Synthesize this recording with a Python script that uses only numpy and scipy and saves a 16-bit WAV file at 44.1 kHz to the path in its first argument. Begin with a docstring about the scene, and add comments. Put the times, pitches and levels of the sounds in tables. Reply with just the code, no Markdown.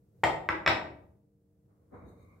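"""A tiled kitchen: two nested clay dishes are lowered onto a stone countertop over a low appliance hum.
One edge lands, the stack rocks, then settles with a double clack; the hard room rings on.
Later something, probably a drawer, slides faintly nearby.
Dishes and counter are damped modes plus noise bursts, the room a decaying noise tail with standing waves,
the slide and the air shaped noise, the hum steady sines."""
import sys
import numpy as np
from scipy import signal
from scipy.fft import rfft, irfft, next_fast_len
from scipy.io import wavfile

SR = 44100
rng = np.random.default_rng(int(sys.argv[2]) if len(sys.argv) > 2 else 0)


def transcribe(signal):
    """Save signal, clipped to [-1, 1], as a 16-bit WAV file at the path in sys.argv[1]."""
    frames = np.atleast_2d(signal).T
    limited = np.clip(frames, -1, 1)
    pcm = np.round(limited * 32767).astype(np.int16)
    wavfile.write(sys.argv[1], SR, pcm)


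N = 105840
TOP_HZ = 15800  # band limit


def amp(db):
    """Decibels to amplitude."""
    return 10 ** (np.asarray(db) / 20)


def unit(x):
    """Scaled to rms 1."""
    return x / np.sqrt(np.mean(x ** 2) + 1e-20)


def decay(t, t60_s):
    """Exponential fall of 60 dB in t60_s."""
    return np.exp(-np.log(1000) * t / t60_s)


def along(points, hz):
    """Interpolates (frequency, value) points on a log frequency axis."""
    point_hz, value = np.transpose(points)
    return np.interp(np.log(hz + 1), np.log(point_hz + 1), value)


def filtered(x, response):
    """x times a zero-phase response of frequency, padded against wrap-around."""
    n = x.shape[-1]
    size = next_fast_len(n + SR // 2)
    hz = np.fft.rfftfreq(size, 1 / SR)
    return irfft(rfft(x, size) * response(hz), size)[..., :n]


def causal(spectrum, size=8192):
    """Minimum-phase pulse of energy 1 with this spectrum, by folding the cepstrum."""
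    hz = np.fft.rfftfreq(size, 1 / SR)
    cepstrum = irfft(np.log(amp(along(spectrum, hz))))
    cepstrum[1:size // 2] *= 2
    cepstrum[size // 2 + 1:] = 0
    pulse = irfft(np.exp(rfft(cepstrum)))
    return pulse / np.linalg.norm(pulse)


def stereo(pair, spectrum):
    """Two unrelated signals become a coloured left and right, alike in the bass."""
    # left-right correlation: freq_hz, likeness (0 to 1)
    likeness = [(60, 1), (150, .92), (380, .72), (950, 0.095), (2400, 0.18), (6000, 0.018)]

    def mid_side(hz):
        angle = np.arccos(np.clip(along(likeness, hz), -1, 1)) / 2
        return amp(along(spectrum, hz)) * np.array([np.cos(angle), np.sin(angle)])

    mid, side = filtered(pair, mid_side)
    return np.array([mid + side, mid - side])


def ring(modes, t):
    """Damped modes of alternating sign, their levels scattered at random on every call."""
    scatter_db = 2.16
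    out = np.zeros(len(t))
    for k, (hz, db, t60_s) in enumerate(modes):
        mode = np.sin(2 * np.pi * hz * t) * decay(t, t60_s)
        gain = amp(db + scatter_db * rng.standard_normal())
        out += (-1) ** k * gain * mode / np.linalg.norm(mode)
    return out


def burst(spectrum, t60_s, t):
    """Decaying coloured noise of energy 1."""
    noise = rng.standard_normal(len(t)) * decay(t, t60_s)
    x = signal.fftconvolve(noise, causal(spectrum))[:len(t)]
    return x / np.linalg.norm(x)


def background():
    """Low room noise that drifts in level, and the steady sine lines of an appliance."""
    # appliance lines: freq_hz, rms_db
    hum_lines = [(102.3, -87.5), (123.8, -77.5), (199.2, -76), (301.5, -77.5), (463.0, -80.5), (651.4, -98)]
    # room noise colour: freq_hz, relative_db
    air_spectrum = [(25, -24), (50, -7), (80, 3.5), (130, 1), (190, -3), (250, -16), (350, -11), (480, -12),
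                    (620, -20.5), (850, -28.5), (1500, -35.5), (3000, -44), (15500, -39.5)]
    # room noise level: time_s, rms_db
    air_level = [(0, -66), (.12, -65), (.25, -59.5), (1.05, -65), (1.3, -70.5), (2.4, -62.5)]
    t = np.arange(N) / SR
    hum = sum(amp(db) * np.sqrt(2) * np.sin(2 * np.pi * (hz * t + rng.random())) for hz, db in hum_lines)
    air = unit(stereo(rng.standard_normal((2, N)), air_spectrum))
    return hum + amp(np.interp(t, *np.transpose(air_level))) * air


def punch(hz, t):
    """The jolt of the whole dish as it is stopped: a few cycles, energy 1."""
    punch_cycles = 1.046  # envelope peaks at half of this
    cycles = t * hz
    x = np.sin(2 * np.pi * cycles) * cycles * np.exp(-2 * cycles / punch_cycles)
    return x / np.linalg.norm(x)


def kitchen(x):
    """The tiled room's answer: a diffuse tail dying at its own rate per band, and a few standing waves."""
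    # reverberation: freq_hz, t60_s
    room_t60 = [(60, 0.94), (170, 1), (340, 0.74), (700, 0.58), (1400, 0.44), (2700, 0.4), (5400, .34),
                (8000, 0.36), (14000, .25)]
    # diffuse tail energy: freq_hz, db_over_direct
    room_gain = [(60, 0.5), (200, 2.5), (400, 8), (700, 7), (1400, 0.5), (2500, 1), (5000, 5), (12000, 1.5)]
    # standing waves: freq_hz, relative_db, t60_s
    room_modes = [(151, -12, .7), (319, -3, .65), (502, -8, .55), (633, -6, .5), (689, -7, .5)]
    modes_db, wall_delay_s, build_s = -18, 0.0059, 0.0033

    hz, frame_s, bins = signal.stft(rng.standard_normal((2, SR)), SR, nperseg=256)
    t60_s = along(room_t60, hz)[:, None]
    unit_energy = np.sqrt(2 * np.log(1000) / (t60_s * SR))
    fade = decay(frame_s, t60_s) * unit_energy
    diffuse = signal.istft(bins * fade, SR, nperseg=256)[1][:, :SR]
    tail = stereo(diffuse, room_gain)
    t = np.arange(SR) / SR
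    tail = tail + amp(modes_db) * ring(room_modes, t)
    tail = tail * np.clip((t - wall_delay_s) / build_s, 0, 1)
    return signal.fftconvolve(x[None], tail, axes=1)[:, :len(x)]


def dishes():
    """Each contact punches and cracks, rings both dishes, crushes a little grit and thuds the counter."""
    # contacts: start_s, punch_db, punch_hz, lower_dish_db, upper_dish_db, crack_db, grit_db, thud_db,
    # bright_hz (low-pass corner of clay and crack)
    knocks = [(0.2349, -3, 880, -0.5, -22, -7.5, -57.5, -12.5, 1092),
              (0.2372, -3, 1800, -1.5, -10.5, -5.5, -27.5, -17.5, 6500),
              (0.4893, 2, 1600, -8.5, 0, -5.5, -39.5, -13.5, 1450),
              (0.6623, -4.5, 1500, -9, 3, -10.5, -39, -16.5, 3100),
              (0.6754, -1.5, 1500, -5.5, -17, -5.5, -40.5, -11.5, 2200),
              (0.6772, 0.5, 2200, -7.5, -7, 0, -26.5, -22, 5000)]
    # modes of each dish and of the countertop: freq_hz, energy_db, t60_s
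    lower_modes = [(807, -0.5, 0.015), (838, -7, .09), (882, -6.5, .06), (985, -3, 0.025),
                   (1230, -7, 0.036), (1871, 4, 0.04), (2080, -7, 0.034), (2710, -11.5, .04),
                   (2870, -12.5, .05), (3194, -12, 0.15), (3630, -16, 0.12), (4390, -29.5, .04),
                   (4940, -24, 0.091), (5850, -25, .04), (7160, -21.5, .03), (7580, -18, .05),
                   (8150, -22.5, .03)]
    upper_modes = [(1198, -7, .1), (1277, -12.5, 0.16), (1348, -6.5, 0.17), (1518.5, -7, .05),
                   (1524, -16, .04), (1947, -4.5, .06), (2276, -6, 0.13), (2543, -5.5, 0.078),
                   (2600, -14.5, 0.014), (3420, -11.5, 0.05), (3724, -15, .05), (5410, -10, 0.02),
                   (7300, -20.5, 0.021), (8840, -33.5, .04), (11900, -25, 0.043)]
    counter_modes = [(72.4, -3, 0.22), (102, -2.5, 0.12), (163, -4.5, 0.093), (201.16, -3.5, 0.13),
                     (294.4, -9.5, 0.48), (322, -4, 0.11), (432, -6, 0.013), (480, -10, 0.048),
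                     (636.3, -0.5, 0.13), (638, -2, .08)]
    # burst colours: freq_hz, relative_db
    crack_spectrum = [(100, -8), (350, -6.5), (700, -5.5), (1600, 7.5), (2600, -6), (4000, -4.5),
                      (5800, -8.5), (6600, -24), (7600, -18.5), (8800, -24.5), (12000, -23.5), (16000, -31)]
    grit_spectrum = [(3000, -33), (6500, -15.5), (7500, 2), (8400, -8), (8900, -16), (9550, 1),
                     (10400, -12), (11000, -8.5), (11900, -3.5), (13000, -15.5), (14300, -7),
                     (15800, -15.5)]
    crack_t60_s, grit_t60_s, left_db = 0.04, 0.12, 0.6

    out, t = np.zeros((2, N + SR)), np.arange(SR) / SR
    for start_s, punch_db, punch_hz, lower_db, upper_db, crack_db, grit_db, thud_db, bright_hz in knocks:
        clay = amp(lower_db) * ring(lower_modes, t) + amp(upper_db) * ring(upper_modes, t)
        clay = clay + amp(crack_db) * burst(crack_spectrum, crack_t60_s, t)
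        clay = signal.lfilter(*signal.butter(2, min(bright_hz, TOP_HZ), fs=SR), clay)
        grit = amp(grit_db) * burst(grit_spectrum, grit_t60_s, t)
        thud = amp(thud_db) * ring(counter_modes, t)
        knock = clay + grit + thud + amp(punch_db) * punch(punch_hz, t)
        out[:, round(start_s * SR):][:, :SR] += knock + kitchen(knock)
    return out[:, :N] * amp([[left_db], [-left_db]])


def drawer():
    """A faint slide: the box rumbles and scrapes as shaped noise while its runners ring and squeak."""
    # box levels: time_s, rumble_rms_db, scrape_rms_db
    box_level = [(1.66, -82, -105), (1.70, -69.5, -80.5), (1.78, -80, -85), (1.9, -75, -86),
                 (1.928, -50.5, -63.5), (1.947, -49, -53.5), (2.0, -55.5, -60), (2.04, -50, -61.5),
                 (2.12, -56, -66.5), (2.28, -63, -78.5), (2.4, -67, -74.5)]
    # box noise colours: freq_hz, relative_db
    rumble_spectrum = [(18, -56), (30, -30), (59, 1.5), (113, 0.5), (342, -5), (406, -8), (481, -4.5),
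                       (900, -23), (1170, -72), (1980, -120)]
    scrape_spectrum = [(400, -10), (700, 2.5), (900, -1), (1120, 2.5), (1400, -4), (1750, -13),
                       (2150, -13.5), (2400, -26.5), (2800, -39.5), (3400, -41), (4000, -33), (4600, -50),
                       (9000, -49), (15000, -70)]
    # runner levels: time_s, ring_rms_db, squeak_rms_db
    runner_level = [(1.925, -100, -110), (1.945, -71, -87), (2.04, -70, -94), (2.09, -78.5, -76),
                    (2.16, -81, -88), (2.225, -70.5, -78), (2.27, -72.5, -87.5), (2.335, -67.5, -91.5),
                    (2.4, -80.5, -93.5)]
    # runner resonances: freq_hz, half_width_hz (at -12 dB), relative_db
    ring_modes = [(1120, 130, -2.5), (2140, 120, -7), (2340, 110, -12.5)]
    squeak_modes = [(3770, 72, -2.5), (4140, 410, -13), (6584, 220, -9), (7956, 260, -15),
                    (9500, 330, -12.5), (12800, 600, -14.5)]
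    t = np.arange(N) / SR

    def noise(spectrum):
        return unit(stereo(rng.standard_normal((2, N)), spectrum))

    def rubbed(modes):
        def peaks(f):
            return sum(amp(db) / (1 + ((f - hz) / width) ** 2) ** 2 for hz, width, db in modes)
        return unit(filtered(rng.standard_normal((2, N)), peaks))

    def level(times_s, db):
        return amp(np.interp(t, times_s, db, left=-120))

    box_s, rumble_db, scrape_db = np.transpose(box_level)
    runner_s, ring_db, squeak_db = np.transpose(runner_level)
    box = noise(rumble_spectrum) * level(box_s, rumble_db) + noise(scrape_spectrum) * level(box_s, scrape_db)
    runners = rubbed(ring_modes) * level(runner_s, ring_db)
    runners = runners + rubbed(squeak_modes) * level(runner_s, squeak_db)
    return box + runners


def scene():
    """Room tone, dishes and drawer together."""
    return background() + dishes() + drawer()


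def record(dry):
    """The microphone thins the deep bass and keeps nothing above its band limit."""
    low_cut_hz = 46
    thinned = signal.lfilter(*signal.butter(2, low_cut_hz, "high", fs=SR), dry)
    return filtered(thinned, lambda hz: hz < TOP_HZ)


dry = scene()
out = record(dry)
transcribe(out)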